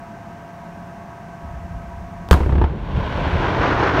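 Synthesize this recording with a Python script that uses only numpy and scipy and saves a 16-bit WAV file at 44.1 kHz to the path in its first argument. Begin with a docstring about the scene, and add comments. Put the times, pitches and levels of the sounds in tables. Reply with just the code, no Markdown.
"""A quarry face is blasted in the distance while machinery hums as shaped noise and a wavering tone.
The shock comes first through the ground as a low tremor of noise. Then the air brings a sharp crack,
made of noise bursts, a pressure jump and a low boom, and a quick ripple of delayed charges.
The face slumps with a lumpy rumble and breaks into a growing roar of rock, built from many short knocks.
The recorder overloads and ducks."""
import sys
import numpy as np
from scipy import signal
from scipy.fft import rfft, irfft
from scipy.io import wavfile
from scipy.ndimage import uniform_filter1d

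SR = 44100
rng = np.random.default_rng(int(sys.argv[2]) if len(sys.argv) > 2 else 0)


def transcribe(u):
    """Save the signal u as a 16-bit wav file named by the first command-line argument.

    u: samples, shape (n,) or (channels, n), limited to [-1, 1]; the rate is SR.
    q: integer samples, one column per channel.
    """
    v = np.clip(np.atleast_2d(u).T, -1, 1)
    q = np.round(v * 32767).astype(np.int16)
    wavfile.write(sys.argv[1], SR, q)


N = 176400  # samples: 4 s
T = np.arange(N) / SR  # time of each sample [s]

# the crack and its nearest reflections: (time [s], level [dB])
CRACK_ARRIVALS = [(2.3112, -2.5), (2.316, -28), (2.3301, 3), (2.339, 1.5)]


def amp(db):
    """Turns decibels into gain."""
    return 10 ** (np.asarray(db) / 20)


def unit(x):
    """Scales a sound to an average (rms) strength of 1."""
    return x / np.sqrt(np.mean(x ** 2) + 1e-20)


def level(points):
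    """Gain over time from (time [s], level [dB]) points, all but silent before the first."""
    return amp(np.interp(T, *np.transpose(points), left=-120))


def colour(x, points):
    """Filters x by (frequency [Hz], level [dB]) points, with less and less below the first; rms 1."""
    f, db = np.transpose(points)
    hz = np.fft.rfftfreq(N, 1 / SR)
    gain = amp(np.interp(np.log(hz + 1), np.log(f), db))
    low_cut = np.minimum(hz / f[0], 1) ** 2
    return unit(irfft(rfft(x) * gain * low_cut, N))


def noise(points):
    """Random hiss with a given spectrum, rms 1."""
    return colour(rng.standard_normal(N), points)


def decay(start, t60, rise=1e-4):
    """A straight rise, and an exponential fade that loses 60 dB in t60 seconds."""
    age = np.maximum(T - start, 0)
    return np.minimum(age / rise, 1) * np.exp(-np.log(1000) * age / t60)


def swing(start, hz, t60, rise):
    """A pressure wave: a push, a suck and a few dying swings."""
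    return decay(start, t60, rise) * np.sin(2 * np.pi * hz * (T - start))


def machinery():
    """A distant plant: a steady wash, wavering drones and one clear whine whose pitch wanders."""
    # machinery and open air: (frequency [Hz], level per Hz [dB])
    plant = [(25, -17), (55, -9.5), (110, -5), (200, -6), (260, -10.5), (350, -12.5), (490, -20.5),
             (560, -14.5), (850, -13), (1050, -15.5), (1450, -23.5), (1700, -21), (2200, -26.5),
             (2750, -31), (3300, -36.5), (4200, -40), (6200, -39.5), (7500, -44), (16000, -48.5)]
    # machine tones: (frequency [Hz], level [dB], width [Hz])
    hum = [(173.1, -44, 8.9), (211.6, -49.5, 12), (709, -48.5, 52), (864, -58.5, 26), (962, -50.5, 20),
           (1110, -55.5, 19), (1281, -57.5, 23), (1563, -54, 80)]
    plant_db = -39.5
    whine_hz, whine_db, wander_hz = 681.7, -43.5, 2.2  # the wander is an rms value
    f = np.fft.rfftfreq(N, 1 / SR)
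    out = amp(plant_db) * noise(plant)
    for hz, db, width in hum:
        # a narrow band of noise sounds like a wavering tone
        band = 1 / (1 + (2 * (f - hz) / width) ** 2)
        out += amp(db) * unit(irfft(rfft(rng.standard_normal(N)) * band, N))
    pitch = whine_hz + wander_hz * noise([(2, -6), (12, -5), (100, -69)])
    whine = unit(np.sin(2 * np.pi * np.cumsum(pitch) / SR))
    return out + amp(whine_db) * whine


def tremor():
    """The ground wave outruns the sound in the air: low noise that fades slowly."""
    # ground tremor: (frequency [Hz], level per Hz [dB])
    ground = [(20, -22.5), (45, 2.5), (90, -0.5), (125, -8.5), (200, -12), (500, -71)]
    start_s, tremor_db, fade_db_per_s = 1.425, -31, 7
    return amp(tremor_db) * decay(start_s, 60 / fade_db_per_s, 0.012) * noise(ground)


def crack():
    """The crack and its reflections, scatter off the ground, and a low ringing boom beneath."""
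    # small sharp snaps just ahead of the crack: (time [s], level [dB])
    snaps = [(2.288, -18.5), (2.3015, -29)]
    # colour of the crack: (frequency [Hz], level per Hz [dB])
    crack_colour = [(100, -2), (170, 13.5), (260, -2), (450, 4.5), (680, -7), (1000, 2.5), (1400, -2),
                    (2000, -18.5), (3400, -15.5), (4500, -18), (5200, -25.5), (9000, -25), (14000, -26),
                    (16000, -33)]
    # hissing tail, scattered from rubble: (frequency [Hz], level per Hz [dB])
    echo_colour = [(1200, 5), (2500, 0), (4500, -8), (9000, -13.5), (15000, -20)]
    snap_t60, crack_t60 = 0.007, .016  # s
    scatter_db, scatter_t60 = -5, 0.23  # dB, s
    echo_db, echo_t60 = -23.5, 0.64  # dB, s
    boom_s, boom_hz, boom_db, boom_t60, boom_rise_s = 2.314, 63.2, 5.5, 0.41, 0.0029
    start = CRACK_ARRIVALS[0][0]
    # the bursts share one noise, so their powers add
    power = sum((amp(db) * decay(s, snap_t60)) ** 2 for s, db in snaps)
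    power += sum((amp(db) * decay(s, crack_t60)) ** 2 for s, db in CRACK_ARRIVALS)
    power += (amp(scatter_db) * decay(start, scatter_t60)) ** 2
    burst = np.sqrt(power) * noise(crack_colour)
    tail = amp(echo_db) * decay(start, echo_t60, .02) * noise(echo_colour)
    boom = amp(boom_db) * swing(boom_s, boom_hz, boom_t60, boom_rise_s)
    return burst + tail + boom


def knocks(count=12):
    """Countless stones of random size strike, each with a short ring, over a blur of smaller ones."""
    knocks_per_s, spread_db, knock_t60 = 900, 1.5, 0.022  # t60 in s
    wash_share = 0.58  # share of the power in the blur
    t, out = T[:2048], np.zeros(N)
    # each round gives its share of the stones one random ring
    for _ in range(count):
        strikes = rng.random(N) < knocks_per_s / count / SR
        size = amp(spread_db * np.minimum(rng.exponential(1, N), 4)) * strikes
        ring = rng.standard_normal(len(t)) * np.exp(-np.log(1000) * t / knock_t60)
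        out += signal.oaconvolve(size, ring)[:N]
    return np.sqrt(1 - wash_share) * unit(out) + np.sqrt(wash_share) * rng.standard_normal(N)


def rockfall():
    """The face rumbles in lumps as it slumps; light stones clatter first, then the heavy mass lands."""
    # loudness of the slumping face: (time [s], level [dB])
    slump = [(2.31, -50), (2.36, -7.5), (2.62, -14), (2.72, -14), (2.86, -22.5), (2.96, -16), (3.08, -25),
             (3.22, -20.5), (3.5, -24), (3.75, -26), (4, -28)]
    # colour of the slump: (frequency [Hz], level per Hz [dB])
    rumble_colour = [(18, -19), (34, -4), (68, -0.5), (110, -4.5), (170, -6), (240, -18), (500, -20.5),
                     (1500, -78)]
    # loudness of the falling rock: (time [s], level [dB])
    falling = [(2.4, -35), (2.7, -33), (2.85, -31.5), (3.0, -28), (3.2, -25.5), (3.45, -22), (3.65, -18.5),
               (3.88, -17), (4, -17)]
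    # colour of the first stones: (frequency [Hz], level per Hz [dB])
    stone_colour = [(150, -29.5), (250, -1.5), (479, -5), (620, -2.5), (687, -6.5), (1040, -1),
                    (1230, -11.5), (1510, -6), (1650, -11.5), (3320, -18), (8100, -50), (15000, -83)]
    # colour as the mass lands: (frequency [Hz], level per Hz [dB])
    mass_colour = [(70, -1.5), (130, 3), (230, -4), (310, 1.5), (600, -3), (800, -3.5), (970, -2.5),
                   (1300, -6.5), (1500, -6), (1750, -9.5), (3300, -21), (5000, -31.5), (6400, -38),
                   (8000, -55.5), (15000, -93.5)]
    # how quick the uneven surges are: (frequency [Hz], level per Hz [dB])
    surge = [(4, 2.5), (15, -9), (40, -14.5), (120, -50)]
    surge_db, lump_db = 1.0, 2  # rms depth of the surges in the roar and the lumps in the slump
    mass_from_s, mass_full_s = 3.16, 3.74
    heavy = np.clip((T - mass_from_s) / (mass_full_s - mass_from_s), 0, 1)
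    stones = colour(knocks() * amp(surge_db * noise(surge)), stone_colour)
    mass = colour(knocks() * amp(surge_db * noise(surge)), mass_colour)
    rumble = colour(rng.standard_normal(N) * amp(lump_db * noise(surge)), rumble_colour)
    roar = np.sqrt(1 - heavy) * stones + np.sqrt(heavy) * mass
    return level(falling) * roar + level(slump) * rumble


def front():
    """The shock front: a steep jump in pressure, then a suck, over in a few milliseconds."""
    front_db, front_s = 9, 0.00038  # front_s: time from the jump to the start of the suck
    u = np.maximum(T - CRACK_ARRIVALS[0][0], 0) / front_s
    return amp(front_db) * (u > 0) * (1 - u) * np.exp(-u)


def charges():
    """Each buried charge gives a low push and a dull burst that echoes round the pit."""
    # delayed charges along the face: (time [s], level [dB])
    shots = [(2.34, 3.5), (2.371, -4), (2.404, -2.5), (2.432, -9), (2.459, -7), (2.492, -6.5),
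             (2.522, -5.5), (2.553, -7), (2.58, -6.5), (2.614, -3), (2.639, -3.5)]
    # colour of the bursts: (frequency [Hz], level per Hz [dB])
    shot_colour = [(60, -7), (170, 4), (250, -1), (340, 4.5), (470, -2.5), (600, -5), (800, -6.5),
                   (950, -1.5), (1220, -14), (1480, -12), (1650, -16.5), (3100, -27.5), (5000, -41),
                   (8000, -59.5), (16000, -67.5)]
    rise_s, burst_t60 = 0.0018, 0.059  # s
    echo_db, echo_t60 = -14.5, 0.41  # dB below the burst, s
    push_hz, push_db, push_t60, push_rise_s = 67.2, 9, 0.12, 0.0058  # push_db is above the burst
    power, push = np.zeros(N), np.zeros(N)
    for s, db in shots:
        burst = decay(s, burst_t60, rise_s)
        echo = amp(echo_db) * decay(s, echo_t60, 0.017)
        power += amp(db) ** 2 * (burst ** 2 + echo ** 2)
        push += amp(db + push_db) * swing(s, push_hz, push_t60, push_rise_s)
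    return np.sqrt(power) * noise(shot_colour) + push


def microphone(x):
    """The microphone's colour: two dips in the treble, and a softer top."""
    # (frequency [Hz], level [dB])
    mic = [(4500, 0), (4950, -1.5), (5500, 1), (9500, -2.5), (10400, -6), (11300, -3.5)]
    f, db = np.transpose(mic)
    gain = amp(np.interp(np.fft.rfftfreq(N, 1 / SR), f, db))
    return irfft(rfft(x) * gain, N)


def scene():
    """Adds all sources at one microphone."""
    return (machinery() + tremor() + crack() + rockfall() + front() + charges())[None]


def record(dry):
    """Gain control ducks fast and recovers slowly; peaks overload softly; the top treble is cut."""
    threshold_db, squeeze = -13.5, 0.74  # squeeze: dB of ducking per dB over the threshold
    attack_s, recover_db_per_s = 0.016, 27.5
    ceiling, edge_hz = 1.05, 15750
    # average power of the last 10 ms
    power_db = 10 * np.log10(abs(uniform_filter1d(dry[0] ** 2, size=441, origin=220)) + 1e-12)
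    # hold each peak, but let it sink at a steady rate
    sink_db = T * recover_db_per_s
    held_db = np.maximum.accumulate(power_db + sink_db) - sink_db
    over_db = np.maximum(held_db - threshold_db, 0)
    r = np.exp(-1 / (attack_s * SR))
    duck_db = squeeze * signal.lfilter([1 - r], [1, -r], over_db)
    ducked = microphone(dry) / amp(duck_db)
    limited = ceiling * np.tanh(ducked / ceiling)
    band_limit = signal.firwin(511, edge_hz, window=("kaiser", 9), fs=SR)
    return signal.oaconvolve(limited, band_limit[None], "same")


dry = scene()
out = record(dry)
transcribe(out)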